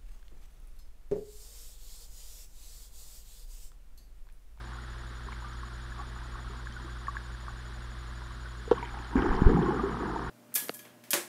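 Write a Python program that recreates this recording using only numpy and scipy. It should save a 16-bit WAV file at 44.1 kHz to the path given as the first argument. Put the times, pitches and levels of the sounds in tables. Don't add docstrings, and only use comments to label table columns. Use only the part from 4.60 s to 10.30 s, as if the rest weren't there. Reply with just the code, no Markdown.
import sys
import numpy as np
from scipy import signal
from scipy.fft import rfft, irfft, next_fast_len
from scipy.io import wavfile
from scipy.ndimage import uniform_filter1d

SR = 44100
rng = np.random.default_rng(int(sys.argv[2]) if len(sys.argv) > 2 else 0)


def unload_wav(signal):
    wavfile.write(
        sys.argv[1],
        SR,
        np.round(np.clip(np.atleast_2d(signal).T, -1, 1) * 32767).astype(np.int16),
    )


N = 251370
TIME_S = np.arange(N) / SR

# frequency in Hz, level in dB.
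HUM_TONES = [(57.4, -42.0), (120, -49.8), (177.5, -68), (239.8, -64), (344.4, -62.5), (3343, -74),
             (10288, -85)]
# frequency in Hz, relative gain in dB.
HISS_EQ = [(8, -1), (42, 16), (100, -0.5), (280, -11.5), (600, -15.5), (1400, -4), (2600, -18),
           (3500, -11.5), (5200, -18), (6500, -27.5), (8500, -28.5), (9600, -24), (12500, -40),
           (14500, -38)]
# frequency in Hz, relative gain in dB.
SPRAY_EQ = [(1100, -3), (1600, -8), (2200, -7.5), (2600, -14.5), (3070, -11), (3500, -20.5), (6000, -32),
            (9000, -44)]
TRICKLE_EQ = [(150, -27.5), (210, -5.5), (290, -16.5), (400, -9.5), (580, -10.5), (800, -6.5), (1130, 4),
              (1300, 3), (1600, 8), (1900, 2.5), (2300, -13), (4000, -73)]
FROTH_EQ = [(550, -19.5), (660, -12.5), (780, -5.5), (1100, -2), (1350, -5), (1700, -5), (2150, -18),
            (2750, -23), (3080, -15.5), (3600, -30), (5500, -21), (7000, -36)]
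GURGLE_EQ = [(70, -17), (125, -9), (165, -4), (260, 1), (400, 6), (490, -1.5), (570, -12.5), (800, -40.5),
             (3000, -99)]
EDDY_EQ = [(8, -30), (20, -1), (55, 20), (100, 3.5), (180, -23), (1500, -92)]
SLAP_EQ = [(150, -39), (450, 6), (600, -14), (850, 6.5), (1350, -1.5), (1900, -20), (2450, -27),
           (3080, -24), (3500, -22), (5000, -31), (7500, -36), (11000, -77)]
# start in seconds, level in dB, band centre in Hz.
BUBBLE_TICKS = [(0.933, -49, 5800), (2.124, -44.5, 5400), (4.117, -39.5, 3120), (4.155, -47, 3200),
                (4.258, -47, 3130), (4.445, -43, 4500), (4.619, -39, 3080), (4.766, -42.5, 4400),
                (5.027, -44, 3130)]
# centre in seconds, level in dB, half width in seconds.
SPRAY_FALLS = [(.725, -49, .012), (4.23, -49.5, 0.062), (4.583, -48.5, 0.013), (4.68, -52.5, 0.41)]
# centre in seconds, froth in dB, gurgle in dB, half width in seconds.
HAND_STROKES = [(0.109, -53, -68, 0.11), (0.719, -48, -62, 0.011), (0.906, -63, -72, 0.06),
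                (1.402, -45, -53, 0.025), (1.581, -52.5, -74, 0.043), (1.78, -51, -59, 0.041),
                (1.94, -52.5, -54, 0.06), (2.219, -60, -59, 0.077), (2.454, -54, -61, 0.036),
                (2.913, -56, -68, 0.027), (3.62, -57, -57, 0.029), (4.176, -46, -45, 0.064),
                (4.376, -48, -54, 0.13), (4.541, -45.5, -44, 0.029)]
# start in seconds, pitch in Hz, level in dB, decay in ms.
SURFACE_BUBBLES = [(.185, 1405, -38, 8.9), (.686, 1065, -30.5, 4.2), (.843, 1180, -39.5, 29),
                   (1.032, 1084, -33, 5.5), (1.321, 1670, -38.5, 7.2), (1.390, 1122, -34.5, 18),
                   (1.755, 1120, -36.5, 6), (2.071, 1620, -25, 1.7), (2.165, 1450, -34.5, 11),
                   (2.470, 1730, -29, 2.6), (2.482, 1114, -22, 8.6), (2.553, 1080, -33, 7.2),
                   (2.568, 1630, -22, 3.1), (2.882, 1130, -26.5, 2.8), (3.856, 1480, -36, 8),
                   (4.177, 1080, -28, 7.1), (4.227, 934, -26, 9.2), (4.340, 813, -35.5, 11),
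                   (4.371, 850, -31.5, 5.8), (4.535, 935, -34, 11), (4.657, 810, -24, 4.4),
                   (4.715, 930, -22, 4.1), (4.972, 793, -18.5, 5.9), (5.061, 1060, -25.5, 24),
                   (5.106, 836, -23.5, 9.9), (5.194, 1180, -22, 7.3), (5.560, 897, -22.5, 7.7)]
# start in seconds, pitch in Hz, level in dB, decay in ms.
AIR_POCKETS = [(.666, 390, -44.5, 20), (1.898, 385, -42, 12), (2.097, 206, -37, 7.5), (2.246, 319, -39, 14),
               (4.077, 440, -28, 5.9), (4.1144, 453, -2, 4.2), (4.131, 456, -18.5, 4.8),
               (4.400, 263, -22, 1.36), (4.5548, 250.5, -10, 9.3), (4.654, 332, -19, 10),
               (4.819, 198, 3, 1.94), (4.899, 252, -8, 2.1), (4.943, 159, -14.5, 20),
               (4.985, 173, -18.5, 24), (5.026, 390, -19, 6.1), (5.085, 346, -15, 9.2),
               (5.235, 386, -22, 30)]
# start in seconds, peak in dB, spray decay in ms.
SKIN_SLAPS = [(4.1128, -16, 10), (4.1209, -24, 2), (4.129, -23, 1.2), (4.227, -39, 5.8),
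              (4.557, -23.5, 1.6), (4.621, -27, 1.7)]
# centre in seconds, level in dB, edge in ms, decay in ms.
LEG_KICKS = [(4.707, -16, 4.3, 15), (4.76, -20.5, 6, 16), (4.822, -20, 4.5, 13), (4.866, -4.5, 1.74, 12)]
# start in seconds, gurgle, froth and eddies in dB.
BODY_PLUNGES = [(4.555, -27.5, -33.5, -29), (4.85, -23.5, -42, -29.5), (5.39, -34.5, -41.5, -50)]

WHINE_HZ, CYCLE_HZ, WHINE_BURSTS = 6932, 11.988, [(.597, .178), (.838, .185)]
CASE_RING_HZ, CASE_DECAY_S, CASE_NOTCH_HZ, CASE_NOTCH_Q = 3120, .009, 587, 4.2
TRICKLE_DB, TRICKLE_FALL_DB_PER_S = -51.5, .27
STRAY_LOW_HZ, STRAY_HIGH_HZ, STRAY_SPREAD_S, STRAY_DECAY_CYCLES = 874, 1600, .09, 7.9


def undb(db):
    return 10 ** (np.asarray(db) / 20)


def steady(x, window_s):
    return x / np.sqrt(uniform_filter1d(x ** 2, int(window_s * SR)) + 1e-12)


def colour(x, eq):
    hz, db = np.transpose(eq)
    size = 2 * next_fast_len(len(x))
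    bins_hz = np.maximum(np.arange(size // 2 + 1) * SR / size, 1)
    gain = undb(np.interp(np.log(bins_hz), np.log(hz), db))
    cepstrum = irfft(np.log(gain))
    cepstrum[1:size // 2] *= 2
    cepstrum[size // 2 + 1:] = 0
    return irfft(rfft(x, size) * np.exp(rfft(cepstrum)))[:len(x)]


def add(out, start_s, sound):
    start = int(np.clip(start_s * SR, 0, N - 1))
    out[start:start + len(sound)] += sound[:N - start]


def swells(table, db_column):
    return sum(undb(row[db_column]) * np.exp(-((TIME_S - row[0]) / row[-1]) ** 2) for row in table)


def surges(db_column, fall_db_per_s, attack_s=.018):
    power = np.zeros(N)
    for row in BODY_PLUNGES:
        age_s = np.maximum(TIME_S - row[0], 0)
        attack = np.minimum(age_s / attack_s, 1)
        power += (attack * undb(row[db_column] - fall_db_per_s * age_s)) ** 2
    return np.sqrt(power)


def bubble(hz, decay_s, glide, pinch_cycles):
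    t = np.arange(int(np.log(1000) * decay_s * SR) + 2) / SR
    cycles = hz * t * (1 + glide * t / (2 * decay_s))
    onset = 1 - np.exp(-cycles / pinch_cycles)
    return -np.sin(2 * np.pi * cycles) * np.exp(-t / decay_s) * onset


def swarm(low_hz, high_hz, decay_cycles, spread_db, count):
    out = np.zeros(N)
    for when, pitch, loud, ring in rng.random((count, 4)):
        hz = low_hz * (high_hz / low_hz) ** pitch
        gain = undb(-spread_db * np.log(1 - .98 * loud))
        decay_s = decay_cycles * (.5 + ring) / hz
        add(out, when * N / SR, gain * bubble(hz, decay_s, glide=.031, pinch_cycles=.26))
    return out


def camera():
    hum = sum(undb(db) * np.sqrt(2) * np.sin(2 * np.pi * (hz * TIME_S + rng.random()))
              for hz, db in HUM_TONES)
    gate = sum(((TIME_S * CYCLE_HZ - start) % 1 < length) * 1. for start, length in WHINE_BURSTS)
    phase = 2 * np.pi * WHINE_HZ * TIME_S
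    tone = undb(-60) * np.sin(phase) + undb(-79.5) * np.sin(2 * phase)
    whine = uniform_filter1d(gate, SR // 1000) * tone
    hiss = colour(rng.standard_normal(N), HISS_EQ)
    hiss /= np.sqrt(np.mean(hiss ** 2))
    return undb(.33) * hum + whine + undb(-47) * hiss


def ticks():
    out, t = np.zeros(N), np.arange(SR // 20) / SR
    ring = undb(-5) * np.sin(2 * np.pi * CASE_RING_HZ * t) * np.exp(-t / CASE_DECAY_S)
    for start_s, db, hz in BUBBLE_TICKS:
        band = signal.butter(3, [.87 * hz, 1.13 * hz], "band", fs=SR, output="sos")
        crack = signal.sosfilt(band, rng.standard_normal(len(t)) * np.exp(-t / .0015))
        add(out, start_s, undb(db) * (crack / np.abs(crack).max() + ring))
    return out


def spray():
    drops = colour(swarm(1330, 9200, decay_cycles=3.1, spread_db=6, count=4000), SPRAY_EQ)
    return steady(drops, window_s=.027) * swells(SPRAY_FALLS, db_column=1)


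def trickle():
    bubbles = colour(swarm(172.5, 2185, decay_cycles=4, spread_db=2, count=8000), TRICKLE_EQ)
    return steady(bubbles, window_s=.059) * undb(TRICKLE_DB - TRICKLE_FALL_DB_PER_S * TIME_S)


def froth():
    bubbles = swarm(650, 6080, decay_cycles=2.9, spread_db=.5, count=11000)
    return steady(colour(bubbles, FROTH_EQ), window_s=.044)


def gurgle():
    bubbles = swarm(107.5, 527, decay_cycles=1.77, spread_db=2.2, count=3000)
    return steady(colour(bubbles, GURGLE_EQ), window_s=.025)


def strays(min_db=-43.25, range_db=5):
    out = np.zeros(N)
    for centre_s, *_ in HAND_STROKES:
        for when, pitch, loud, ring in rng.random((3, 4)):
            hz = STRAY_LOW_HZ * (STRAY_HIGH_HZ / STRAY_LOW_HZ) ** pitch
            decay_s = STRAY_DECAY_CYCLES * (.5 + ring) / hz
            plink = undb(min_db + range_db * loud) * bubble(hz, decay_s, glide=.017, pinch_cycles=1.4)
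            add(out, centre_s + STRAY_SPREAD_S * (2 * when - 1), plink)
    return out


def sloshes():
    return froth() * swells(HAND_STROKES, db_column=1) + gurgle() * swells(HAND_STROKES, db_column=2)


def plinks():
    out = np.zeros(N)
    for start_s, hz, db, decay_ms in SURFACE_BUBBLES:
        add(out, start_s, undb(db) * bubble(hz, decay_ms / 1000, glide=.014, pinch_cycles=.79))
    return out


def glugs():
    out = np.zeros(N)
    for start_s, hz, db, decay_ms in AIR_POCKETS:
        add(out, start_s, undb(db) * bubble(hz, decay_ms / 1000, glide=.03, pinch_cycles=.38))
    return signal.lfilter(*signal.iirnotch(CASE_NOTCH_HZ, CASE_NOTCH_Q, fs=SR), out)


def slaps():
    out, t = np.zeros(N), np.arange(SR // 10) / SR
    for start_s, peak_db, decay_ms in SKIN_SLAPS:
        pressure = .06 * rng.standard_normal(len(t)) * np.exp(-t / (decay_ms / 1000))
        pressure[0] -= 1
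        hit = colour(pressure, SLAP_EQ)
        add(out, start_s, undb(peak_db) * hit / np.abs(hit).max())
    return out


def kicks():
    out = np.zeros(N)
    for centre_s, db, edge_ms, decay_ms in LEG_KICKS:
        t_ms = (TIME_S - centre_s) * 1000
        out += undb(db) * np.tanh(t_ms / edge_ms) * np.exp(-np.hypot(t_ms, 1) / decay_ms)
    return out


def dive():
    eddies = steady(colour(rng.standard_normal(N), EDDY_EQ), window_s=.18)
    return (gurgle() * surges(db_column=1, fall_db_per_s=28.5)
            + froth() * surges(db_column=2, fall_db_per_s=9.5)
            + eddies * surges(db_column=3, fall_db_per_s=62))


def scene():
    splashes = plinks() + glugs() + slaps() + ticks() + spray()
    paddling = trickle() + strays() + sloshes()
    return (splashes + paddling + dive() + kicks() + camera())[None]


def record(dry):
    fade = np.clip(np.minimum(TIME_S, TIME_S[-1] - TIME_S) / .003, 0, 1)
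    high_pass = signal.butter(1, 12, "high", fs=SR, output="sos")
    low_pass = signal.ellip(10, .2, 70, 14700, fs=SR, output="sos")
    return signal.sosfilt(low_pass, fade * signal.sosfilt(high_pass, dry))


dry = scene()
out = record(dry)
unload_wav(out)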